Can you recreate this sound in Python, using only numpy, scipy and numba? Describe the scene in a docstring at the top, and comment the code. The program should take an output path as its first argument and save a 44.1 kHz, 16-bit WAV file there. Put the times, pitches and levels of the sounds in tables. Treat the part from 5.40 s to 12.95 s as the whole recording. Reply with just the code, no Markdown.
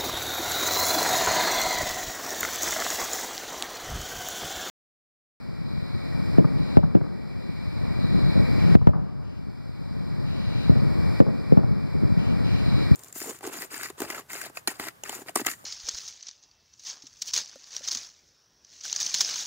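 """Firework shells burst far off at night: each thump is a pressure pulse with a crack and clatter made of
scattered copies. It echoes from a house front and rolls away over a rumble of noise and random far thuds.
A small camera adds noise: steady hiss, narrow whines and short runs of its focus motor. Its gain control
ducks when a thump is too loud and creeps back up, so the quiet sounds swell between the bursts.
The bass is largely opposite in the two channels."""
import sys
import numpy as np
from scipy import signal
from scipy.fft import rfft, irfft
from scipy.io import wavfile
from scipy.ndimage import uniform_filter1d, minimum_filter1d
from numba import njit

SR = 44100
rng = np.random.default_rng(int(sys.argv[2]) if len(sys.argv) > 2 else 0)


def transcribe(signal):
    """Save signal, clipped to [-1, 1], as a 16-bit WAV file at the path in sys.argv[1]."""
    frames = np.atleast_2d(signal).T
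    limited = np.clip(frames, -1, 1)
    pcm = np.round(limited * 32767).astype(np.int16)
    wavfile.write(sys.argv[1], SR, pcm)


N = 332955
TIME = np.arange(N) / SR  # seconds


def undb(db):
    """Turn decibels into a gain."""
    return 10 ** (np.asarray(db) / 20)


def unit(x):
    """Scale to an rms (average strength) of 1."""
    return x / np.sqrt(np.mean(x ** 2))


def colour(x, points, size=8192):
    """Filter through (Hz, dB) points without any sound ahead of time, built from the cepstrum of the gain."""
    hz, db = np.transpose(points)
    bins = np.maximum(np.arange(size // 2 + 1) * SR / size, 1)
    gain = undb(np.interp(np.log(bins), np.log(hz), db))
    cepstrum = irfft(np.log(gain))
    # folding the second half onto the first makes the filter respond as early as it can
    cepstrum[1:size // 2] *= 2
    cepstrum[size // 2 + 1:] = 0
    response = irfft(np.exp(rfft(cepstrum)))[:size // 2]
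    return signal.fftconvolve(x, response)[:len(x)]


def noise(points):
    """Make noise of the given colour, rms 1."""
    return unit(colour(rng.standard_normal(N), points))


def band(x, hz, q):
    """Pass x through one resonance, gain 1 at its centre."""
    return signal.lfilter(*signal.iirpeak(hz, q, fs=SR), x)


def walk(rate):
    """Make random levels, held for 1 / rate seconds and smoothed twice; rms 1."""
    hold = int(SR / rate)
    steps = np.repeat(rng.standard_normal(N // hold + 1), hold)
    smooth = uniform_filter1d(uniform_filter1d(steps, hold), hold)
    return unit(smooth[:N])


def swell(start_s, length_s, attack_s, release_s):
    """Make an envelope that rises, holds until length_s after its start and dies away."""
    age = TIME - start_s
    rise = np.clip(age / attack_s, 0, 1)
    return rise * np.exp(-np.maximum(age - length_s, 0) / release_s)


def add(track, s, x):
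    """Mix x into the track from time s on."""
    i = max(int(s * SR), 0)
    track[i:i + len(x)] += x[:max(N - i, 0)]


def scatter(x, start_s, decay_s, per_s):
    """Return x from many small reflectors, fainter with delay; as much energy as x."""
    delay = TIME[:len(x)]
    paths = rng.standard_normal(len(x)) * (rng.random(len(x)) < per_s / SR)
    paths = paths * (delay > start_s) * np.exp(-delay / decay_s)
    y = signal.fftconvolve(x, paths)[:len(x)]
    return y * np.sqrt(np.sum(x ** 2) / (np.sum(y ** 2) + 1e-18))


def whine(hz, width_hz):
    """Make noise ring in one narrow resonance, applied twice for steep sides; rms 1."""
    q = hz / (1.62 * width_hz)  # two passes narrow the band, so each starts wider
    return unit(band(band(rng.standard_normal(N), hz, q), hz, q))


# Colour of the hiss that both channels share. Each row: frequency in Hz, level in dB.
HISS_COMMON_COLOUR = [(500, 3), (2000, 7), (2700, -11), (3300, -2.5), (4300, 10.5), (4950, 17), (5500, 5),
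                      (6200, -16.5), (7200, -4), (11000, -8.5), (12500, -9), (15500, -10.5)]
# Colour of the hiss that is opposite in the channels. Each row: frequency in Hz, level in dB.
HISS_OPPOSITE_COLOUR = [(500, -27), (1700, -2.5), (2600, -11), (3600, 1), (4500, -26), (5100, -3),
                        (5800, -11), (6800, -12), (7900, -19), (9500, -14), (12500, -21), (15000, -18)]
# Narrow whines of the camera body. Each row: frequency in Hz, width in Hz, level of the common part in dB,
# level of the opposite part in dB; the slow wavering below is added to both levels.
BODY_WHINES = [(1917, 117, -72, -98.5), (2259, 110, -72, -75), (2359, 68, -74, -71), (4024, 360, -82, -78),
               (4060, 47, -79.5, -82)]
# Slow wavering of the whines. Each row: time in seconds, change of level in dB.
WHINE_WAVER = [(0, -0.5), (1.4, 0), (3.3, 2), (3.8, -4), (5.4, -0.5), (7.55, 0.5)]


def camera(common_db=-69, opposite_db=-74):
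    """Add the camera's steady hiss, as coloured noise, to its slowly wavering resonant whines."""
    common_hiss = undb(common_db) * noise(HISS_COMMON_COLOUR)
    opposite_hiss = undb(opposite_db) * noise(HISS_OPPOSITE_COLOUR)
    out = np.array([common_hiss, opposite_hiss])
    waver_db = np.interp(TIME, *np.transpose(WHINE_WAVER))
    for hz, width_hz, *levels_db in BODY_WHINES:
        out += np.array([undb(db + waver_db) * whine(hz, width_hz) for db in levels_db])
    return out


MOTOR_ATTACK_S, MOTOR_RELEASE_S = 0.02, 0.053
WHIRR_HZ, WHIRR_WIDTH_HZ = 4015, 260
# Rasp of the focus gears. Each row: frequency in Hz, level in dB.
RASP_COLOUR = [(1500, -30), (2050, 4), (2650, 11), (2950, 10), (3400, 3.5), (4350, 0), (6500, -4),
               (9000, -47)]
# Runs of the focus motor. Each row: start in seconds, length in seconds, level of the whirr in dB,
# level of the gear rasp in dB; both levels are those of the opposite part.
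MOTOR_RUNS = [(0.24, 0.43, -68.5, -88), (1.165, 0.28, -67, -74), (1.99, 0.66, -72, -79),
              (2.596, 0.39, -64.5, -79), (3.178, 0.53, -78, -71), (3.82, 0.15, -89, -68.5),
              (4.264, 1, -74.5, -84), (4.851, 0.39, -67, -68.5), (5.125, 0.26, -68, -73.5),
              (6.77, 0.14, -73, -67), (7.033, 0.17, -67, -67), (7.24, 0.2, -65, -72)]


def focus_motor(common_db=-9):
    """The lens hunts in the dark in short runs: the motor whirrs in a narrow band and its gears rasp."""
    whirr, rasp = 0, 0
    for s, length_s, whirr_db, rasp_db in MOTOR_RUNS:
        running = swell(s, length_s, MOTOR_ATTACK_S, MOTOR_RELEASE_S)
        # where runs overlap, their powers add
        whirr = np.hypot(whirr, undb(whirr_db) * running)
        rasp = np.hypot(rasp, undb(rasp_db) * running)

    def one_part():
        """Make whirr and rasp from fresh noise."""
        return whirr * whine(WHIRR_HZ, WHIRR_WIDTH_HZ) + rasp * noise(RASP_COLOUR)

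    return np.array([undb(common_db) * one_part(), one_part()])


# Level of the roll between volleys in dB, before its random surges; how fast a volley builds and dies.
ROLL_DB, VOLLEY_ATTACK_S, VOLLEY_RELEASE_S = -41.5, 0.051, 0.3
# Colour of the far rolling. Each row: frequency in Hz, level in dB.
FAR_ROLL_COLOUR = [(20, -20), (35, -17), (65, -5.5), (90, -2), (115, 0), (170, -2.5), (250, -8.5),
                   (400, -18.5), (630, -21.5), (820, -30.5), (1100, -35.5), (1600, -60), (3000, -94)]
# Airy top of the rolling, the same in both channels. Each row: frequency in Hz, level in dB.
AIRY_COLOUR = [(100, -14), (350, -7), (600, -0.5), (1100, 1), (1500, -1.5), (1800, -6.5), (2200, -21.5),
               (2800, -25), (6000, -53.5)]
# Volleys of far shells that swell the rolling. Each row: start in seconds, length in seconds, level in dB
# before the random surges.
FAR_VOLLEYS = [(0.703, 1, -47.5), (2.378, 0.53, -40.5), (3.18, 0.6, -41), (4.5, 0.72, -44),
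               (5.241, 0.25, -40.5), (6.123, 0.18, -38.5), (6.57, 0.36, -39), (7.22, 0.1, -44.5)]


def rumble(thuds_per_s=90, thud_db=-5, surge_db=1.34, air_db=-64.0, air_follow=0.48):
    """Countless far thuds merge into a low roll that grows with each volley; a faint airy rush swells too."""
    power = undb(ROLL_DB) ** 2
    for s, length_s, db in FAR_VOLLEYS:
        volley = undb(db) * swell(s, length_s, VOLLEY_ATTACK_S, VOLLEY_RELEASE_S)
        power = power + volley ** 2
    level_db = 10 * np.log10(power)
    thuds = (rng.random(N) < thuds_per_s / SR) * rng.standard_normal(N)
    coloured_thuds = unit(colour(thuds, FAR_ROLL_COLOUR))
    low = unit(noise(FAR_ROLL_COLOUR) + undb(thud_db) * coloured_thuds)
    # the air swells by only a share of what the roll does
    air_level_db = air_db + air_follow * (level_db - level_db.mean()) + 0.24 * walk(17)
    air = noise(AIRY_COLOUR) * undb(air_level_db)
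    return np.array([air, low * undb(level_db + surge_db * walk(18))])


def lag_lows(x, hz, q):
    """All-pass: along the ground the lows arrive after the highs, so a thump falls in pitch."""
    return x - 2 * band(x, hz, q)


# Fainter shells are further off and duller: the level that arrives without this loss,
# and the dB per octave lost for each dB under it.
NEAR_DB, DULLING = 2, 0.15
LAG_HZ, LAG_Q = 145, 0.742  # the lows that the ground delays
# What distance and ground leave of a blast. Each row: frequency in Hz, level in dB.
BLAST_COLOUR = [(25, -44.5), (60, -10), (100, -2), (140, 3), (250, -1.5), (380, -8), (620, -9), (800, -17),
                (1100, -19), (1400, -23.5), (2500, -41), (6000, -36), (15000, -73)]


def blast(peak_db, push_ms, treble_db, size=12288, knee_hz=200):
    """A jump in pressure and a suction; shells that are further off or screened lose more treble."""
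    age = TIME[:size] * 1000 / push_ms
    pulse = (age - 1) * np.exp(-age)
    tilt_db = DULLING * (peak_db - NEAR_DB) + treble_db  # per octave above the knee
    path = [(hz, db + tilt_db * np.log2(max(hz / knee_hz, 1))) for hz, db in BLAST_COLOUR]
    return lag_lows(colour(pulse, path), hz=LAG_HZ, q=LAG_Q)


ECHO_S = .0608  # from the thump to its echo
KNOCK_DB, KNOCK_Q = 1, 2.67
CLATTER_BASS_LOSS = 0.45  # share of the bass that the clatter lacks
SMEAR_REF_MS = 9.6  # an echo smeared this long keeps half of its clean slap
# Shell bursts. Each row: start in seconds, peak of the thump in dB before crack, clatter and later colouring,
# length of the overpressure in ms, rough crack in dB, clatter of near reflections in dB, house-front echo
# in dB, smear of that echo in ms, pitch of the hollow knock in Hz, extra treble tilt in dB per octave.
SHELL_BURSTS = [(.983, -15.5, 0.9, 2.5, 0.5, -5.5, 4.7, 368, 0),
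                (1.157, -26, 3.9, -10, -4, -18, 12, 400, -5), (1.197, -29, 2.5, -10, 0, -14, 12, 280, -6),
                (1.3702, -8, 3.1, 2, -7, -6.5, 9.4, 840, 0.5),
                (1.5507, -9.5, 0.99, 1.5, -5, -9.5, 4.8, 390, .5),
                (2.505, -30, 4.9, -9, -11, -17.5, 12, 405, -3),
                (2.641, -26.5, 2.4, -3, -17, -13, 12, 440, -4), (2.755, -30, 4.6, -12, 1, -12, 15, 397, -3),
                (2.878, -34, 4.3, -15, 4, -14, 11, 395, -4), (2.955, -33.5, 1.3, -9.5, 2, -4, 16, 600, 3),
                (2.975, -26, 6.6, -12, -16, -8, 12, 600, 0), (2.993, -27.5, 4.9, -3, -1, -14, 12, 600, 1),
                (3.181, -32, 2.1, -2, -5, -2, 12, 500, 1.5), (3.316, -28, 6.2, -3, -17, -7, 10, 600, -5),
                (3.352, -7, 30, 4, -1, -6.5, 14, 910, -2.5), (3.4713, -3, 19, -0.5, -12, -12, 26, 880, 1.5),
                (3.487, -7.5, 13, 1, -6, -6, 41, 900, 0), (5.295, -17.5, 3.5, -33, -10, -10, 25, 525, -2.5),
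                (5.311, -26.5, 4.6, -3, 2.5, -3.5, 22, 620, 2.5),
                (5.358, -26, 4.5, 1, -3, -4, 28, 590, 3.5), (5.802, -15, 1.22, 4, 0.5, -4.5, 33, 510, 0),
                (6.122, -15, 0.68, -1, -7, -8, 22, 480, -1),
                (6.1724, -13.5, 2.2, 2.5, -3, -4.5, 11, 800, 0.5),
                (6.307, -23.5, 2.8, -5, -2, -3.5, 15, 393, -2),
                (6.551, -26, 4.1, -4, 3.5, -10.5, 16, 418.6, 1),
                (6.624, -27, 3.2, -6, 8, -10, 13, 406, -0.5), (6.705, -33, 6, -10, 8, -9, 12, 400, -4.5),
                (6.772, -25.5, 2.8, -10, -5, -14, 16, 400, -7.5),
                (7.276, -27, 8.6, -9, -3.5, -5, 19, 600, -6), (7.511, -21, 15, -18, -7, -20, 12, 600, -9)]


def shells(smear_db=0, slap_db=-3, tail_db=-4):
    """Each burst is a ragged thump with clatter from nearby, then a smeared slap and a grainy roll."""
    direct, echo = np.zeros(N), np.zeros(N)
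    for s, peak_db, push_ms, crack_db, clatter_db, echo_db, smear_ms, knock_hz, treble_db in SHELL_BURSTS:
        wave = blast(peak_db, push_ms, treble_db)
        # closely spaced reflections reinforce one band: a hollow knock
        knock = wave + undb(KNOCK_DB) * band(wave, knock_hz, q=KNOCK_Q)
        size = undb(peak_db) / np.abs(knock).max()
        # the front arrives by several paths within a few ms, which tears it into a rough crack
        crack_band = band(knock, 810, q=0.92)
        crack = undb(crack_db) * scatter(crack_band, start_s=0.0013, decay_s=0.013, per_s=5500)
        # small things nearby throw back less of the bass
        bright = knock - CLATTER_BASS_LOSS * band(knock, 89, q=0.51)
        clatter = undb(clatter_db) * scatter(bright, start_s=0.006, decay_s=0.018, per_s=2700)
        add(direct, s, size * (knock + crack + clatter))
        # the more slantwise a shell meets the uneven house front, the less is left of a clean slap
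        clean = undb(slap_db) / (1 + smear_ms / SMEAR_REF_MS)
        smear_band = band(knock, 510, q=0.35)
        smear = scatter(smear_band, start_s=0.0005, decay_s=smear_ms / 1000, per_s=4000)
        slap = clean * knock + undb(smear_db) * smear
        # roofs and trees behind it answer later and blend together
        tail_band = band(wave, 860, q=0.21)
        tail = undb(tail_db) * scatter(tail_band, start_s=0.025, decay_s=0.09, per_s=1200)
        add(echo, s + ECHO_S, size * undb(echo_db) * (slap + tail))
    return direct, echo


def landscape(x, t60_s, swell_s):
    """Late, patchy echoes from trees and hills: x through fading noise of unit energy."""
    patches = rng.standard_normal(N) * undb(2.9 * walk(28.4))
    tail = patches * (1 - np.exp(-TIME / swell_s)) * np.exp(-np.log(1000) * TIME / t60_s)
    return signal.fftconvolve(x, tail / np.sqrt(np.sum(tail ** 2)))[:N]


# Share of a blast that the two channels have in common. 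Each row: frequency in Hz, level in dB.
COMMON_BLAST_COLOUR = [(30, -68.5), (300, -26), (600, -17.5), (1000, -10), (1500, -4.5), (2500, 7),
                       (15000, -19)]
# Colour of the echo that both channels share. Each row: frequency in Hz, level in dB.
COMMON_ECHO_COLOUR = [(100, -29), (250, -21), (400, -12.5), (600, -12), (850, -.5), (1250, 7.5), (1700, 10),
                      (2300, 7), (3000, -33), (6000, -62)]
# Colour of the echo that is opposite in the channels. Each row: frequency in Hz, level in dB.
OPPOSITE_ECHO_COLOUR = [(100, 1.5), (200, 2), (400, -9.5), (700, -6), (1300, -5), (2600, -21)]


def bursts(late_common_db=-9, late_opposite_db=-14):
    """Thumps, echoes and late echoes; the crisp part of the echoes comes from straight ahead."""
    direct, echo = shells()
    returned = colour(echo, COMMON_ECHO_COLOUR)
    late_common = undb(late_common_db) * landscape(returned, t60_s=1.42, swell_s=0.052)
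    common = colour(direct, COMMON_BLAST_COLOUR) + returned + late_common
    late_opposite = undb(late_opposite_db) * landscape(direct, t60_s=1.0, swell_s=0.05)
    opposite = direct + colour(echo, OPPOSITE_ECHO_COLOUR) + late_opposite
    return np.array([common, opposite])


def scene(imbalance=0.093):
    """Add the common part to both channels and the opposite part with flipped sign, a little louder left."""
    common, opposite = camera() + focus_motor() + rumble() + bursts()
    left = common + (1 + imbalance) * opposite
    right = common - (1 - imbalance) * opposite
    return np.array([left, right])


@njit
def gain_control(peak_db, start_db, most_db, ceiling_db, attack_s, release_db_per_s):
    """Gain in dB: falls fast while the output is over the ceiling, then climbs steadily up to most_db."""
    out, gain = np.empty(len(peak_db)), start_db
    for i in range(len(peak_db)):
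        over = peak_db[i] + gain - ceiling_db
        if over > 0:
            gain -= over / (attack_s * SR)
        else:
            gain = min(gain + release_db_per_s / SR, most_db)
        out[i] = gain
    return out


TOP_HZ = 15400


def record(dry, start_db=9.0, most_db=21.0, release_db_per_s=9):
    """Gain control takes about a millisecond to react, so big thumps can clip before it ducks; steep top cut."""
    ceiling_db, attack_s = -.8, .001
    # loudest sample of either channel in a 3 ms window, most of it in the past
    peak = -minimum_filter1d(-np.abs(dry).max(axis=0), size=133, origin=50)
    peak_db = 20 * np.log10(peak + 1e-9)
    gain_db = gain_control(peak_db, float(start_db), float(most_db), ceiling_db, attack_s,
                           float(release_db_per_s))
    clipped = np.clip(dry * undb(gain_db), -.985, .985)
    top_cut = signal.ellip(12, .1, 80, TOP_HZ, fs=SR, output="sos")
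    return signal.sosfilt(top_cut, clipped)


dry = scene()
out = record(dry)
transcribe(out)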